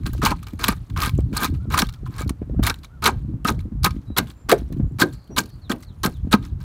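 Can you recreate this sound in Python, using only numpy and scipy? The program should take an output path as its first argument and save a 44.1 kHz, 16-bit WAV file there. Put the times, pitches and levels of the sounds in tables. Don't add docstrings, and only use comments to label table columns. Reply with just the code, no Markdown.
import sys
import numpy as np
from scipy import signal
from scipy.fft import rfft, irfft, next_fast_len
from scipy.io import wavfile

SR = 44100
rng = np.random.default_rng(int(sys.argv[2]) if len(sys.argv) > 2 else 0)


def inscribe(sig):
    pcm = np.round(np.clip(np.atleast_2d(sig).T, -1, 1) * 32767)
    wavfile.write(sys.argv[1], SR, pcm.astype(np.int16))


def invert_db(level):
    return 10 ** (np.asarray(level, dtype=float) / 20)


N = 292812

# (start [s], end [s], grind at start [dB], grind at end [dB], shell brightness above 6 kHz [dB])
STROKE_ROWS = [(0.057, 0.09, -29.5, -53, -1), (0.132, 0.134, -30.5, -43, 11),
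               (0.226, 0.315, -24.5, -29, -9), (0.466, 0.51, -42, -59, 2.5), (0.59, 0.726, -34.5, -31, -1),
               (0.975, 1.079, -30.5, -30, 3), (1.328, 1.451, -42, -21.5, 1),
               (1.701, 1.8, -34.5, -24.5, 0.5), (2.098, 2.225, -54.5, -35, -1), (2.627, 2.705, -30, -27, 2),
               (3.021, 3.079, -30, -12.5, -4.5), (3.451, 3.493, -39.5, -19.5, 1),
               (3.843, 3.868, -12, -27.5, -1), (4.164, 4.19, -25, -18.5, -1),
               (4.487, 4.528, -20.5, -18.5, 0), (4.986, 5.023, -32, -16.5, 4.5),
               (5.363, 5.382, -29, -19.5, 7), (5.695, 5.713, -26.5, -33.5, 3.5),
               (6.034, 6.076, -18.5, -39, 7.5), (6.311, 6.333, -39.5, -12, -3.5)]
# (pitch [Hz], width [Hz], level [dB])
SEAT_MODES = [(859.6, 20, -3.5), (940, 59, -6), (1046, 34, -0.5), (1153.5, 23, -7), (1250, 56, 3),
              (1459, 28, -7), (1588, 60, 0), (2283, 110, -6.5)]
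# (pitch [Hz], width [Hz], level [dB])
HULL_MODES = [(199, 10, 2), (208, 15, -1.5), (289, 32, 2.5), (400, 15, 0), (518, 65, -15), (657, 83, -13),
              (693, 50, -4)]


def rms_one(x):
    return x / np.sqrt(np.mean(x ** 2) + 1e-20)


def in_time(rows):
    s, *columns = np.transpose(rows)
    return np.array([np.interp(np.arange(N) / SR, s, c) for c in columns])


def sieve(x, order, hz, kind):
    return signal.sosfilt(signal.butter(order, hz, kind, fs=SR, output="sos"), x)


def colour(x, spectrum):
    size = next_fast_len(N + SR // 4)
    hz, db = np.transpose(spectrum)
    bins_hz = np.arange(8193) * SR / 16384
    log_gain = np.interp(np.log(bins_hz + 1), np.log(hz), db) * np.log(10) / 20
    cepstrum = irfft(log_gain)
    cepstrum[1:8192] *= 2
    cepstrum[8193:] = 0
    response = irfft(np.exp(rfft(cepstrum)))
    return irfft(rfft(x, size) * rfft(response, size), size)[:N]


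def drift(rate):
    r = np.exp(-80 * np.pi * rate / SR)
    noise = rng.standard_normal(N // 40 + 2002)
    slow = signal.lfilter([1], [1, -2 * r, r * r], noise)[2000:]
    return np.interp(np.arange(N) / 40, np.arange(len(slow)), rms_one(slow))


def resonate(x, hz, width_hz):
    r = np.exp(-np.pi * width_hz / SR)
    ring = signal.lfilter([1, 0, -1], [1, -2 * r * np.cos(2 * np.pi * hz / SR), r * r], x)
    return ring * np.sqrt((1 - r * r) / 2)


def grit(per_s, spread_db):
    sizes = invert_db(spread_db * np.minimum(rng.exponential(1, N), 4)) * rng.choice([-1, 1], N)
    return rms_one(sizes * (rng.random(N) < per_s / SR)) + 1e-18


def burst(s, t60):
    at = round(s * SR)
    age = np.arange(min(SR // 8, N - at)) / SR
    fall = invert_db(-60 * age / max(t60, .003)) * np.minimum(age / 0.0011, 1)
    return slice(at, at + len(age)), fall


def far_air():
    # (frequency [Hz], level [dB])
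    air_tone = [(150, -30.5), (250, -10), (400, -15.5), (522, -18.5), (1250, -21.5), (2050, -31.5),
                (4280, -40), (15100, -45.5), (16500, -50)]
    return invert_db(-58 + 0.5 * drift(7.2)) * rms_one(colour(rng.standard_normal(N), air_tone))


def birds():
    # (time [s], length [s], level [dB])
    coos = [
        (1.58, .11, -49),
        (1.88, .11, -48),
        (2.21, .11, -49),
        (2.54, .12, -49),
        (2.885, .11, -49),
    ]
    # (start [Hz], middle [Hz], end [Hz])
    coo_hz = (1100, 1450, 1050)
    # (time [s], length [s], level [dB])
    chirps = [
        (5.615, .065, -44),
        (5.862, .055, -45),
        (6.112, .06, -46),
    ]
    # (start [Hz], middle [Hz], end [Hz])
    chirp_hz = (4500, 3820, 3050)
    # (time [s], length [s], pitch [Hz], level [dB])
    whistles = [
        (4.065, .09, 3902, -45),
        (4.22, .11, 7230, -62),
        (4.33, .115, 7250, -55),
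        (4.75, .05, 7100, -62),
        (4.79, .16, 7150, -58),
        (5.96, .06, 9900, -66),
        (5.96, .05, 6700, -64),
        (6.22, .05, 6700, -65),
        (5.3, .05, 5780, -49),
    ]
    # (start [s], end [s], pitch [Hz], level [dB])
    trills = [
        (5.08, 5.32, 4250, -70),
        (5.1, 5.3, 4600, -71),
        (5.12, 5.24, 4950, -71),
        (5.42, 5.62, 4300, -71),
        (5.42, 5.58, 4650, -72),
        (5.43, 5.55, 4950, -73),
        (5.44, 5.52, 5600, -73),
    ]
    notes = [(*row, *coo_hz) for row in coos] + [(*row, *chirp_hz) for row in chirps]
    notes += [(s, length, db, hz, hz, hz) for s, length, hz, db in whistles]
    out = np.zeros(N)
    for s, length, db, start_hz, middle_hz, end_hz in notes:
        u = np.linspace(-1, 1, round(length * SR))
        bend = (start_hz + end_hz) / 2 - middle_hz
        hz = middle_hz + (end_hz - start_hz) / 2 * u + bend * u ** 2
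        tone = np.sin(2 * np.pi * np.cumsum(hz) / SR)
        at = round(s * SR)
        out[at:at + len(u)] += invert_db(db - 8) * np.sqrt(1 - u ** 4) * tone
    for start, end, hz, db in trills:
        swell = np.interp(np.arange(N) / SR, [start, start + .03, end - .05, end], [0, 1, 1, 0])
        flutter = resonate(resonate(rng.standard_normal(N), hz, 240), hz, 240)
        out += swell * invert_db(db + 5.5) * rms_one(flutter)
    out = out * invert_db(2.2 * drift(30) - .5)
    age = np.arange(SR // 5) / SR
    echoes = rng.standard_normal(len(age)) * invert_db(-29 - 60 * age / .14)
    return out * invert_db(-13.5) + signal.fftconvolve(out, echoes)[:N]


def wind_pops(pops):
    out, puffs = np.zeros(N), np.zeros(N)
    for (s, db, cycles), side in zip(pops, rng.choice([-1, 1], (len(pops), 1))):
        at = round(s * SR)
        turns = np.arange(min(SR // 20, N - at)) / SR * 206 - .9
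        rise = np.minimum((turns + .9) / .4, 1) ** 2
        fade = np.exp(-np.abs(turns / max(cycles, .1)) ** 1.75)
        out[at:at + len(turns)] += side * invert_db(db + 3) * np.sin(2 * np.pi * turns) * rise * fade
        span, fall = burst(s, t60=.08)
        puffs[span] += invert_db(db - 20) * fall
    ragged = sieve(rng.standard_normal(N), 2, [130, 480], "band")
    return out + puffs * rms_one(ragged)


def wind():
    # (time [s], level [dB])
    gusts = [(0, -23), (0.35, -23.5), (0.8, -30.5), (1.22, -23), (1.6, -24), (2.05, -28.5), (2.55, -24.5),
             (2.73, -38), (3.2, -28), (3.85, -25.5), (4.25, -29.5), (4.8, -25.5), (5.1, -36), (5.9, -38),
             (6.25, -29.5), (6.64, -28)]
    # (frequency [Hz], level [dB per Hz])
    rumble_tone = [(8.8, -55), (15, -19), (51, 7.5), (70, 6.5), (135, 2), (193, -8.5), (225, -14.5),
                   (300, -39), (390, -39), (660, -120)]
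    # (time [s], peak level [dB], width [cycles])
    pops = [(0.068, -21, 0.98), (0.147, -20.5, 0.088), (0.533, -21.5, 0.91), (1.071, -18, 0.68),
            (1.185, -7, 0.25), (1.42, -19.5, 0.66), (1.449, -29, 0.61), (1.554, -32, .4),
            (1.331, -16, 0.22), (1.651, -26, 0.18), (2.029, -23, 0.31), (2.207, -17, 0.21),
            (2.26, -17, 0.46), (2.304, -14, 0.48), (2.415, -13, 0.28), (2.424, -23, 0.11),
            (2.494, -17.5, 0.22), (2.543, -21, 0.14), (2.592, -5, 0.5), (3.246, -27, 0.77),
            (3.288, -30.5, 0.73), (3.32, -34, .4), (3.581, -24.5, 0.45), (4.616, -20, 0.46),
            (4.719, -20.5, 0.61), (4.765, -22, 0.36), (4.864, -27, 0.72), (6.27, -20, 1),
            (3.334, -23.5, 0.86), (3.654, -30.5, 0.24), (3.719, -21.5, 0.82), (4.101, -20, 0.57),
            (4.701, -24, 0.29), (4.748, -39, 0.35), (4.797, -9.5, 0.51), (4.84, -21.5, 0.47),
            (5.294, -31, 1), (6.246, -24, 0.91), (6.52, -33, 0.29)]
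    # (time [s], change [dB], half width [s])
    lulls = [(0.45, -12, 0.093), (0.878, -20, 0.027), (1.419, -14, 0.053), (1.97, -8.5, 0.059),
             (2.159, -8, 0.041), (2.378, -17.5, 0.043), (2.899, -10.5, 0.087), (3.42, -7.5, 0.046),
             (3.7, -13.5, 0.017), (4.038, -15, 0.033), (4.15, -12.5, 0.016), (4.401, -14.5, 0.13),
             (5.25, -11, 0.054), (5.651, -4, 0.046), (6.101, 3.5, 0.027)]
    t = np.arange(N) / SR
    swells = sum(invert_db(db - 15.5) ** 2 * np.exp(-((t - s - 0.0075) / 0.065) ** 2) for s, db, _ in pops)
    rumble_db = 10 * np.log10(invert_db(in_time(gusts)[0]) ** 2 + swells)
    rumble_db = rumble_db + sum(db * np.exp(-((t - s) / width) ** 2) for s, db, width in lulls)
    rumble = rms_one(colour(rng.standard_normal(N), rumble_tone)) * invert_db(rumble_db + 2.9 * drift(11))
    eddies = sieve(grit(150, 3.1), 4, [120, 310], "band")
    flutter = rms_one(eddies) * invert_db(rumble_db - 14.5 + 5.2 * drift(6.9))
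    return rumble + flutter + wind_pops(pops)


def contact():
    # (time [s], peak level [dB], favoured mode [Hz])
    knocks = [(0.06, -36, 1660), (0.217, -9.5, 1240), (0.259, 3.7, 960), (0.316, -4, 940),
              (0.684, -6, 1250), (0.962, -12.5, 1100), (1.022, -8, 1220), (1.364, -12.5, 1100),
              (1.74, -3.5, 1130), (1.776, -5.5, 1250), (1.82, -7.5, 1296), (2.062, -24.5, 1030),
              (2.184, -18, 1490), (2.671, -10.5, 1310), (2.7, -9, 1470), (3.061, -1, 1257),
              (3.069, -18, 1270), (3.086, -2, 902), (3.451, -9.5, 1250), (3.483, -12, 1250),
              (3.851, -7, 1000), (3.863, -1.5, 1150), (4.187, -22.5, 1223), (4.497, -6, 1190),
              (5.015, 2.5, 1594), (5.385, -6.5, 1662), (6.04, -12, 1500), (6.063, -15.5, 1240),
              (6.337, 2.5, 1193)]
    # (time [s], peak level [dB], favoured mode [Hz], push t60 [s])
    thuds = [(0.229, -16, 199, 0.091), (0.315, -8, 245, 0.029), (0.687, -12, 215, 0.027),
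             (1.803, -19, 225, 0.077), (1.824, -8, 222, 0.038), (2.634, -22, 188, 0.018),
             (2.702, -15.5, 189, 0.031), (3.068, -17, 183, 0.22), (3.449, -10, 270, 0.036),
             (3.497, -19.5, 202, 0.15), (3.863, -20, 201, 0.056), (4.183, -19, 212, 0.19),
             (4.5, -23, 190, 0.03), (4.521, 11, 540, 0.052), (4.527, -14, 400, 0.15),
             (5.018, -6.5, 257, 0.029), (5.03, -13.5, 263, 0.17), (5.302, -35, 262, 0.36),
             (5.379, -18, 249, 0.2), (5.698, -15.5, 243, 0.089), (5.722, -20.5, 250, 0.19),
             (6.052, -11, 189.5, 0.032), (6.066, -15.5, 206, 0.1), (6.339, -5.5, 199, 0.055)]
    # (time [s], peak level [dB], crumble t60 [s])
    crack_offs = [(0.2516, -4, 0.047), (0.259, 3, 0.066), (0.3115, -9, 0.019), (0.6394, -3.5, 0.063),
                  (0.6813, 0.5, 0.059), (0.9737, -4.5, 0.023), (1.0174, -6, 0.057), (1.032, -11, 0.13),
                  (1.058, -9.5, 0.074), (1.3643, -7, 0.072), (1.429, -12.5, 0.15), (1.737, -9.5, 0.055),
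                  (1.7763, -4.5, 0.046), (1.788, -3, 0.13), (1.8191, 7.5, 0.02), (2.181, -19, 0.023),
                  (2.666, 1, 0.043), (2.675, 1, 0.032), (2.6978, 3.5, 0.017), (3.04, -13, 0.046),
                  (3.056, 0.5, 0.085), (3.478, -5, 0.086), (4.173, -6, 0.046), (4.183, 10.5, 0.018),
                  (4.4939, 4.5, 0.018), (4.515, 7, 0.02), (4.999, -5, 0.068), (5.011, -3, 0.017),
                  (5.3814, -1.5, 0.063), (5.7152, -6, 0.039), (6.06, -3.5, 0.025), (6.33, -10, 0.0092)]
    # (time [s], peak level [dB], crumble t60 [s])
    ticks = [(0.0342, -16.5, 0.0069), (0.0627, -15.5, 0.083), (0.179, -27, 0.034), (0.427, -21, 0.047),
             (0.7635, -32, 0.06), (0.899, -23.5, 0.029), (1.0928, -10, 0.022), (1.205, -26, 0.025),
             (1.5376, -28.5, 0.1), (1.8882, -16, 0.036), (1.937, -26, 0.062), (2.056, -37, 0.15),
             (2.2924, -9.5, 0.041), (2.741, -21.5, .02), (2.758, -30, 0.029), (2.832, -29.5, 0.097),
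             (2.844, -25.5, 0.048), (3.547, -31, .02), (3.59, -32, 0.069), (3.602, -29, 0.064),
             (3.831, -17, 0.1), (3.906, -17.5, 0.033), (4.27, -30, 0.16), (4.299, -28, 0.077),
             (4.58, -29, 0.11), (4.724, -27.5, 0.052), (4.7692, -38.5, 0.037), (5.085, -32, 0.022),
             (5.1262, -30.5, 0.096), (5.435, -21, 0.015), (5.802, -37, 0.073), (5.824, -32, 0.084),
             (6.423, -32, 0.24), (6.45, -25, 0.08), (6.602, -28, 0.14)]
    t = np.arange(N) / SR
    edge, debris = np.zeros(N), np.zeros(N)
    seat, hull = np.zeros((len(SEAT_MODES), N)), np.zeros((len(HULL_MODES), N))
    for start, end, start_db, end_db, _ in STROKE_ROWS:
        span = slice(round(start * SR), round((end + .25) * SR))
        after = np.maximum(t[span] - end, 0)
        bite = np.clip((t[span] - start) / 0.00096, 0, 1)
        grind_db = np.interp(t[span], [start, end], [start_db, end_db])
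        grind = bite * invert_db(grind_db - 60 * after / .055)
        edge[span] += grind ** 2
        seat[:, span] += (grind * invert_db(4)) ** 2
        hull[:, span] += (grind * invert_db(-9)) ** 2
        fallen_db = -45 + 0.89 * ((start_db + end_db) / 2 + 22.0)
        debris[span] += (bite * invert_db(fallen_db - 60 * after / 0.41)) ** 2
    for rows, seat_db in (crack_offs, -15.5), (ticks, -17.5):
        for s, db, t60 in rows:
            span, fall = burst(s, t60)
            edge[span] += (invert_db(db - 9.5) * fall) ** 2
            seat[:, span] += (invert_db(db + seat_db) * fall) ** 2
    jolts = [(*row, 0.046) for row in knocks]
    for force, blows, modes in (seat, jolts, SEAT_MODES), (hull, thuds, HULL_MODES):
        for s, db, hz, t60 in blows:
            span, fall = burst(s, t60)
            octaves = np.log2(np.array(modes)[:, :1] / hz)
            force[:, span] += (invert_db(db + 3.5 - 30.4 * np.abs(octaves)) * fall) ** 2
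    return np.sqrt(edge), np.sqrt(seat), np.sqrt(hull), np.sqrt(debris)


def body(forces, modes, wander_db):
    rings = np.zeros(N)
    for force, (hz, width, db) in zip(forces, modes):
        push = force * grit(5000, 2.2) * invert_db(db + wander_db * drift(5))
        rings += resonate(push, hz, max(width, 62))
    return rings / np.sqrt(np.sum(invert_db(np.array(modes)[:, 2]) ** 2))


def fragments(force):
    pitches = np.geomspace(1800, 15000, 18)
    dealt = rng.integers(0, 18, N // 160 + 1).repeat(160)[:N]
    rings = np.zeros(N)
    for k, hz in enumerate(pitches):
        rings += resonate(force * (dealt == k) + 1e-18, hz, hz / 7.7) * np.sqrt(hz / 6000)
    return rings


def breaking_shells(edge, debris):
    # (time [s], level [dB])
    trickle_level = [
        (0.0, -58),
        (1.02, -63.5),
        (3.86, -81.5),
        (4.07, -73.5),
        (6.64, -73),
    ]
    # (frequency [Hz], level [dB per Hz])
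    shell_tone = [(410, -37.5), (700, -17.5), (758, -14.5), (936, -9), (1250, -5.5), (1990, -13.5),
                  (2210, -11.5), (2880, -13.5), (4170, -9.5), (5020, -17), (14300, -22.5), (15900, -22.5),
                  (16500, -55)]
    trickle = (invert_db(in_time(trickle_level)[0]) + debris) * invert_db(2.7 * drift(60) - 1.5) * grit(2800, 2.5)
    breaking = edge * invert_db(2.8 * drift(80) - 2.5) * grit(4500, 3.0) + trickle
    white_gain = np.std(colour(rng.standard_normal(N), shell_tone))
    crack = colour(invert_db(-5.0) * breaking + invert_db(-8.0) * fragments(breaking), shell_tone) / white_gain
    top = sieve(crack, 1, 6000, "high")
    brightness = in_time([(end, bright_db) for _, end, _, _, bright_db in STROKE_ROWS])[0]
    return crack + (invert_db(brightness) - 1) * top


def snaps():
    # (time [s], peak level [dB], ring [Hz], t60 [s])
    shell_snaps = [(0.2197, -22, 2450, 0.01), (0.2512, -3.5, 4370, 0.034), (0.2603, -10.5, 4270, 0.013),
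                   (0.266, -7.5, 2300, 0.028), (0.307, -16.5, 4230, 0.026), (0.47, -27, 2870, 0.015),
                   (0.4843, -28, 2480, 0.022), (0.5074, -35, 3240, 0.017), (0.5346, -34, 2000, 0.019),
                   (0.5414, -53, 2130, 0.015), (0.5935, -28.5, 2200, 0.013), (0.6347, -14, 2190, 0.029),
                   (0.6444, -15, 3500, 0.016), (0.683, -4.5, 4640, 0.013), (0.937, -41, 2310, 0.017),
                   (0.97, -24, 3680, 0.015), (1.0037, -9, 2430, 0.015), (1.0228, -18, 2460, 0.015),
                   (1.0328, -11, 2460, 0.03), (1.06, -25.5, 1980, 0.01), (1.06, -14.5, 3380, 0.023),
                   (1.1516, -33, 2460, 0.018), (1.1783, -33, 6990, 0.02), (1.1924, -35.5, 2280, 0.026),
                   (1.269, -48.5, 2050, 0.011), (1.3144, -45, 3660, 0.0087), (1.3299, -53, 4250, 0.013),
                   (1.3685, -10, 8240, 0.03), (1.3714, -9, 4450, 0.015), (1.4127, -19, 2250, 0.015),
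                   (1.4321, -13, 3600, 0.023), (1.4444, -3.5, 3620, 0.02), (1.456, -14, 4460, 0.025),
                   (1.702, -49, 4440, 0.005), (1.7235, -19.5, 2500, 0.02), (1.744, -9, 2500, 0.015),
                   (1.7889, -1.5, 3690, 0.03), (1.7963, -5, 4000, 0.037), (1.869, -23.5, 3750, 0.015),
                   (1.9264, -29, 3900, 0.015), (2.058, -46.5, 2170, 0.014), (2.0744, -34.5, 2420, 0.02),
                   (2.1011, -48, 2270, 0.015), (2.164, -26, 4800, 0.0099), (2.193, -34, 2940, 0.012),
                   (2.2066, -11, 7330, 0.0058), (2.2184, -20, 7200, 0.014), (2.233, -39, 3770, 0.015),
                   (2.247, -32, 2260, 0.015), (2.2777, -28, 4170, 0.028),
                   (2.6364, -8, 3850, 0.03), (2.6494, -12, 2390, 0.015), (2.6662, -7, 4250, 0.017),
                 (2.6792, -15, 4120, 0.011), (2.7881, -39.5, 3880, 0.034), (3.0247, -19.5, 2490, 0.015),
                 (3.042, -5.5, 4250, 0.021), (3.0596, -1.5, 2220, 0.024), (3.4481, -36.5, 1980, 0.015),
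                 (3.448, -12.5, 2570, 0.021), (3.8342, -17, 4480, 0.027), (3.8433, -6, 4170, 0.022),
                 (3.8453, 2, 4090, 0.032), (3.8597, -5.5, 2230, 0.037), (4.1664, -22.5, 2960, 0.015),
                 (4.1754, -6.5, 4100, 0.026), (4.1818, 0, 2220, 0.023), (4.4939, -6.5, 1980, 0.017),
                 (4.5201, -2.5, 2270, 0.015), (4.7844, -48.5, 7200, 0.026), (4.8294, -51.5, 7170, 0.017),
                 (4.922, -46.5, 7140, 0.011), (4.993, -19, 4240, 0.018), (4.999, -10, 3400, 0.018),
                 (5.016, -2.5, 3940, 0.016), (5.243, -48, 4460, 0.021), (5.276, -43, 3030, 0.02),
                 (5.373, -11, 3910, 0.015), (5.3786, -9, 4460, 0.038), (5.458, -30, 4360, 0.016),
                 (5.5894, -55.5, 2440, 0.015), (5.697, -24, 3100, 0.011), (5.7038, -24, 3860, 0.013),
                 (5.7623, -36, 2450, 0.015), (6.0335, -11, 5570, 0.015), (6.0344, -8.5, 4160, 0.016),
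                 (6.0494, -9, 3760, 0.015), (6.319, -14, 7800, 0.01), (6.327, -4.5, 3910, 0.022),
                 (6.3394, -21, 2370, 0.013)]
    rows = shell_snaps
    out = np.zeros(N)
    for (s, db, hz, t60), noise in zip(rows, rng.standard_normal((len(rows), SR // 8))):
        span, fall = burst(s - .001, t60)
        fracture = signal.lfilter([1, -.8], [1], fall * noise[:len(fall)])
        ring = np.sqrt(SR / hz) * resonate(fracture, hz, hz / 6.8)
        out[span] += invert_db(db - 14) * (fracture + invert_db(-2) * ring)
    return out


def scraper():
    edge, seat, hull, debris = contact()
    ring = invert_db(-3.5) * body(seat, SEAT_MODES, wander_db=-1.1)
    boom = invert_db(4.5) * body(hull, HULL_MODES, wander_db=-1.0)
    near = breaking_shells(edge, debris) + snaps()
    near = near + sieve(ring, 2, 720, "high") + sieve(boom, 2, 950, "low")
    age = np.arange(SR // 4) / SR
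    echo = signal.lfilter([.3], [1, -.7], rng.standard_normal(len(age))) * invert_db(-49 - 60 * age / .2)
    return near + signal.fftconvolve(near, echo)[:N]


def scene():
    return (far_air() + birds() + wind() + scraper())[None]


def band_limit(x):
    return signal.sosfilt(signal.butter(12, 16780, fs=SR, output="sos"), x)


def record(dry):
    dry = sieve(dry, 3, 34, "high")
    rounded = 0.9 * np.tanh(dry / 1.027)
    top_cut = signal.cheby2(10, 60, 16900, fs=SR, output="sos")
    return band_limit(signal.sosfilt(top_cut, rounded))


dry = scene()
out = record(dry)
inscribe(out)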